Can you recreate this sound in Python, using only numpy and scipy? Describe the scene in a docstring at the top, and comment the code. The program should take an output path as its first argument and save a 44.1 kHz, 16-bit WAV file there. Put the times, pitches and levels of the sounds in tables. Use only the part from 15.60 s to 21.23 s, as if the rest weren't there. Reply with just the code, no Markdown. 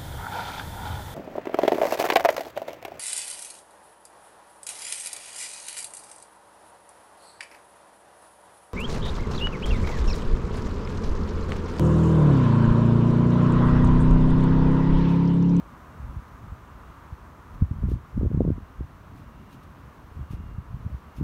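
"""A residential street, heard on a hand-held microphone carried by a slow walker.
Distant tyres make a steady wash of noise over the rumble and hiss of the town; far engines
drone in swells, and a thin, faint whine comes and goes. Gusts break into eddies, whose pressure
swings thump on the microphone. The friction of shoes and clothing makes a few soft scuffs.
A gain control eases the level down under the loudest gusts, and a limiter holds the peaks."""
import sys
import numpy as np
from scipy import signal
from scipy.fft import rfft, irfft
from scipy.io import wavfile
from scipy.ndimage import uniform_filter1d, minimum_filter1d

SR = 44100
rng = np.random.default_rng(int(sys.argv[2]) if len(sys.argv) > 2 else 0)


def put_to_file(sound):
    """Save the sound as 16-bit audio at rate SR, in the file named by the first command-line argument."""
    columns = np.atleast_2d(sound).T  # one column per channel
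    safe = np.clip(columns, -1, 1)
    whole_steps = np.round(safe * 32767)
    wavfile.write(sys.argv[1], SR, whole_steps.astype(np.int16))


N = 248283
TIME = np.arange(N) / SR
FREQS = np.fft.rfftfreq(N, 1 / SR)

# Loudness of the far tyres. Each row: time in seconds, level in dB.
TRAFFIC_LEVEL = [(0, -52), (1.2, -52.5), (1.9, -53), (3, -55.5), (3.95, -56.5), (4.42, -55), (5.2, -57),
                 (5.6, -54.8)]
# Swells of the far engines. Each row: middle in seconds, half-width in seconds, relative level in dB.
ENGINE_SWELLS = [(.45, 0.33, -51), (3.8, 0.46, -47)]
# Gusts at the microphone. Each row: start in seconds, length in seconds, wind strength in dB.
GUSTS = [(0.371, 0.22, -40), (0.818, 0.11, -39), (1.928, 0.045, -37), (2.021, 0.033, -27.5),
         (2.117, 0.067, -30.5), (2.225, 0.13, -25), (2.567, .35, -21), (2.962, .065, -39),
         (3.195, 0.032, -32.5), (4.578, 0.038, -32.5), (4.707, 0.3, -37), (5.109, .23, -36),
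         (5.604, .04, -23)]
# The hardest eddies; a small, fast one sounds higher.
# Each row: time in seconds, relative peak in dB, nominal frequency in Hz.
HARD_EDDIES = [(.401, -30, 83), (.568, -24.5, 81), (.921, -27, 82), (1.527, -27, 87), (2.022, -8.5, 134),
               (2.04, -16.5, 91), (2.113, -16, 129), (2.239, -15, 131), (2.318, -15.5, 204),
               (2.578, -18.5, 247), (2.633, -12, 220), (2.661, -18.5, 267), (2.747, -17, 220),
               (2.775, -13.5, 191), (2.807, -6.5, 346), (2.819, -14, 258), (2.851, -14.5, 300),
               (2.878, -13.5, 278), (2.885, -10, 86), (2.904, -12, 276), (2.982, -24, 200),
               (3.209, -23.5, 245), (4.61, -26.5, 93), (4.735, -26, 205), (4.802, -27.5, 150),
               (4.985, -23, 108), (5.144, -21.5, 100), (5.265, -20.5, 108), (5.346, -25, 97),
               (5.612, -16.5, 198)]
# Swells of the whine. Each row: middle in seconds, half-width in seconds, level in dB.
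WHINE_SWELLS = [(.45, .12, -78), (1.25, 0.2, -77), (3.1, 0.18, -78), (3.85, 0.22, -74), (4.82, 0.23, -71.5),
                (5.56, .08, -73)]
# Rubs of shoes and clothing.
# Each row: peak time in seconds, relative level in dB, rise in seconds, decay in seconds.
SCUFFS = [(.682, -72, .002, .006), (1.945, -73, .007, 0.013), (2.303, -67.5, 0.019, 0.044),
          (3.58, -75, 0.033, .04), (3.935, -69.5, 0.037, 0.028), (4.035, -72, 0.009, 0.011),
          (4.718, -66, .014, 0.035), (5.575, -66, 0.015, 0.023)]

# Spectra of the noise sources. Each row: frequency in Hz, relative spectral density in dB.
TYRE_SPECTRUM = [(300, -42), (600, -8), (800, -9), (980, 0), (1200, -.5), (1500, -7), (2000, -17),
                 (3000, -30.5), (4800, -39.5), (6200, -29), (8000, -34), (15000, -43)]
TOWN_SPECTRUM = [(25, -23.5), (60, -1.5), (180, -4.5), (300, -7), (500, -12), (800, -14), (2000, -22),
                 (4000, -31.5), (4900, -35.5), (5800, -35.5), (6800, -41), (7800, -42), (12500, -38.5),
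                 (16000, -40)]
ENGINE_SPECTRUM = [(60, -17), (100, -5), (135, -1), (180, -5), (280, -9.5), (400, -26.5), (700, -58.5)]
BREEZE_SPECTRUM = [(20, -36.5), (36, -4.5), (65, 5), (110, -5.5), (180, -15.5), (300, -32.5), (500, -50),
                   (900, -60), (2000, -96)]
GUST_SPECTRUM = [(20, -36), (35, -26), (70, 2.5), (130, 10.5), (220, 1.5), (380, -20), (600, -27.5),
                 (1000, -27.5), (2000, -100)]
SCUFF_SPECTRUM = [(600, -23), (1800, 4), (2600, 15), (3100, 10), (3600, 10), (4800, 6), (6200, 6.5),
                  (7800, -1), (9000, 4), (11500, 1.5), (13500, 3), (16000, -4)]

# A narrow dip in the microphone's response. One row: centre in Hz, half-width in Hz, gain in dB.
TREBLE_DIP = (10400, 390, -4)


def amp(db):
    """Amplitude grows tenfold for every 20 dB."""
    return 10 ** (np.asarray(db) / 20)


def unit(x):
    """Normalisation to an rms of 1."""
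    return x / np.sqrt(np.mean(x ** 2) + 1e-20)


def noise(spectrum):
    """Spectral shaping: white noise is filtered to the given spectrum, at an rms of 1."""
    hz, db = np.transpose(spectrum)
    response = amp(np.interp(np.log(FREQS + 1), np.log(hz), db))
    return unit(irfft(rfft(rng.standard_normal(N)) * response, N))


def drift(rate_hz):
    """Low-passed noise wanders smoothly, up to about the given rate, at an rms of 1."""
    return unit(irfft(rfft(rng.standard_normal(N)) * np.exp(-(FREQS / rate_hz) ** 2), N))


def swells(rows):
    """Gaussian envelopes sum to a gain that rises and fades."""
    return sum(amp(db) * np.exp(-((TIME - at) / half_width) ** 2) for at, half_width, db in rows)


def add(mix, start_s, sound):
    """Superposition: a sound adds to the mix from its start time on."""
    start = round(start_s * SR)
    part, sound = mix[max(start, 0):], sound[max(-start, 0):]
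    part[:len(sound)] += sound[:len(part)]


def traffic(flutter_db=0.48, town_db=-52.5, town_swell_db=-0.47, follow=0.17):
    """Many far tyres merge into broadband noise; the town's rumble and hiss follow it a little."""
    level_db = np.interp(TIME, *np.transpose(TRAFFIC_LEVEL))
    tyres = amp(level_db + flutter_db * drift(20)) * noise(TYRE_SPECTRUM)
    town_level_db = town_db + follow * (level_db - level_db.mean()) + town_swell_db * drift(1.7)
    return tyres + amp(town_level_db) * noise(TOWN_SPECTRUM)


def engines(idle_db=-59, gain_db=-2.0, throb_db=2.5):
    """Incoherent sources add in power: far engines swell over an idle drone, throbbing unevenly."""
    envelope = np.hypot(swells(ENGINE_SWELLS), amp(idle_db))
    return envelope * amp(gain_db + throb_db * drift(13)) * noise(ENGINE_SPECTRUM)


def wind_strength(breeze_db=-51, attack_s=0.013, release_s=0.019):
    """Gusts build, hold and decay, adding in power to the breeze; the result is in dB."""
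    power = amp(breeze_db) ** 2
    for start, length, db in GUSTS:
        early, late = np.maximum(start - TIME, 0), np.maximum(TIME - start - length, 0)
        power = power + (amp(db) * np.exp(-early / attack_s - late / release_s)) ** 2
    return 10 * np.log10(power)


def turbulence(wind_db, gain_db=0.5, onset_db=-25, spread_db=4.5, gust_gain_db=-5.5, lumpy_db=2.5):
    """Fine turbulence makes the pressure fluctuate: a lumpy rumble, brighter in stronger wind."""
    gust_share = 1 / (2 + np.exp((onset_db - wind_db) / spread_db))
    breeze = np.sqrt(1 - gust_share) * noise(BREEZE_SPECTRUM)
    gust = amp(gust_gain_db) * np.sqrt(gust_share) * noise(GUST_SPECTRUM)
    lumps = unit(amp(lumpy_db * drift(rate_hz=30)))
    return amp(wind_db + gain_db) * lumps * (breeze + gust)


def lesser_eddies(wind_db, per_s=36, offset_db=-0.5, scatter_db=2.5, ref_hz=200, ref_db=-27):
    """Stronger wind carries harder, smaller eddies. 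They arrive at random; rows as in HARD_EDDIES."""
    gap, strength, smallness = rng.uniform(-1, 1, (400, 3)).T
    at = np.cumsum(1 + gap) / per_s
    local_db = np.interp(at, TIME, wind_db)
    peak_db = local_db + offset_db + scatter_db * strength
    octaves = 0.03 * (local_db - ref_db) + 0.5 * smallness
    rows = np.transpose([at, peak_db, ref_hz * 2 ** octaves])
    return rows[at < TIME[-1]]


def eddies(rows, gain_db=0.67, breadth=1.055, low_cut_hz=66, damping=0.65, size=4096):
    """An eddy is one lopsided pressure swing; the microphone's high-pass response swings it back."""
    thumps, hz = np.zeros(N), np.fft.fftfreq(size, 1 / SR)
    s = 1j * hz / low_cut_hz
    bass_cut = s ** 2 / (s ** 2 + damping * s + 1)
    for (at, db, eddy_hz), phase_turns in zip(rows, rng.random(len(rows))):
        scaled = abs(hz) / (breadth * eddy_hz)
        spectrum = scaled ** 0.89 * np.exp(-scaled ** 1.77)  # a small eddy carries little bass
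        swing = np.fft.fftshift(np.fft.ifft((hz > 0) * bass_cut * spectrum))
        swing *= np.exp(2j * np.pi * phase_turns) / abs(swing).max()  # phase sets the lopsidedness
        add(thumps, at - size / 2 / SR, amp(db + gain_db) * swing.real)
    return thumps


def whine(pitch_hz=2805, waver_hz=4.1):
    """Slight random frequency modulation makes a thin, far-off tone waver as it comes and goes."""
    turns = np.cumsum(pitch_hz + waver_hz * drift(25)) / SR
    return swells(WHINE_SWELLS) * unit(np.sin(2 * np.pi * turns))


def scuffs(gain_db=7.5, grit_db=2.0, grit_hz=450):
    """Sliding friction of shoes and clothing gives short bursts of gritty noise."""
    strokes = sum(amp(db) * np.exp(-((TIME - at) / np.where(TIME < at, rise, decay)) ** 2)
                  for at, db, rise, decay in SCUFFS)
    friction = unit(noise(SCUFF_SPECTRUM) * amp(grit_db * drift(grit_hz)))
    return amp(gain_db) * strokes * friction


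def gain_control(x, threshold_db=-27, share=0.15, recovery_db_per_s=4, window_s=0.088):
    """Compression: the gain falls by a share of the level above a threshold, then slowly recovers."""
    smoothing = 1 / (window_s * SR)
    power = signal.lfilter([smoothing], [1, smoothing - 1], x ** 2)
    cut_db = share * np.maximum(10 * np.log10(power + 1e-12) - threshold_db, 0)
    recovery_db = recovery_db_per_s * TIME
    return x * amp(recovery_db - np.maximum.accumulate(cut_db + recovery_db, axis=-1))


def limiter(x, ceiling_db=-6, hold_s=0.01):
    """Peak limiting: the gain dips briefly around any thump that would pass the ceiling."""
    size = round(hold_s * SR)
    allowed = np.minimum(amp(ceiling_db) / (abs(x) + 1e-9), 1)
    return x * uniform_filter1d(minimum_filter1d(allowed, size), size)


def scene():
    """The pressures of street, walker and wind superpose at one microphone."""
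    wind_db = wind_strength()
    street = traffic() + engines() + whine() + scuffs()
    buffeting = turbulence(wind_db) + eddies([*HARD_EDDIES, *lesser_eddies(wind_db)])
    return (street + buffeting)[None]


def record(dry):
    """Stages in cascade: the microphone's treble dip, gain control, limiter and a low-pass filter."""
    dip_hz, width_hz, dip_db = TREBLE_DIP
    response = amp(dip_db * np.exp(-((FREQS - dip_hz) / width_hz) ** 2))
    coloured = irfft(rfft(dry) * response, N)
    levelled = limiter(gain_control(coloured))
    low_pass = signal.firwin(1023, cutoff=15800, window=("kaiser", 9), fs=SR)
    return signal.oaconvolve(levelled, low_pass[None], "same")


dry = scene()
out = record(dry)
put_to_file(out)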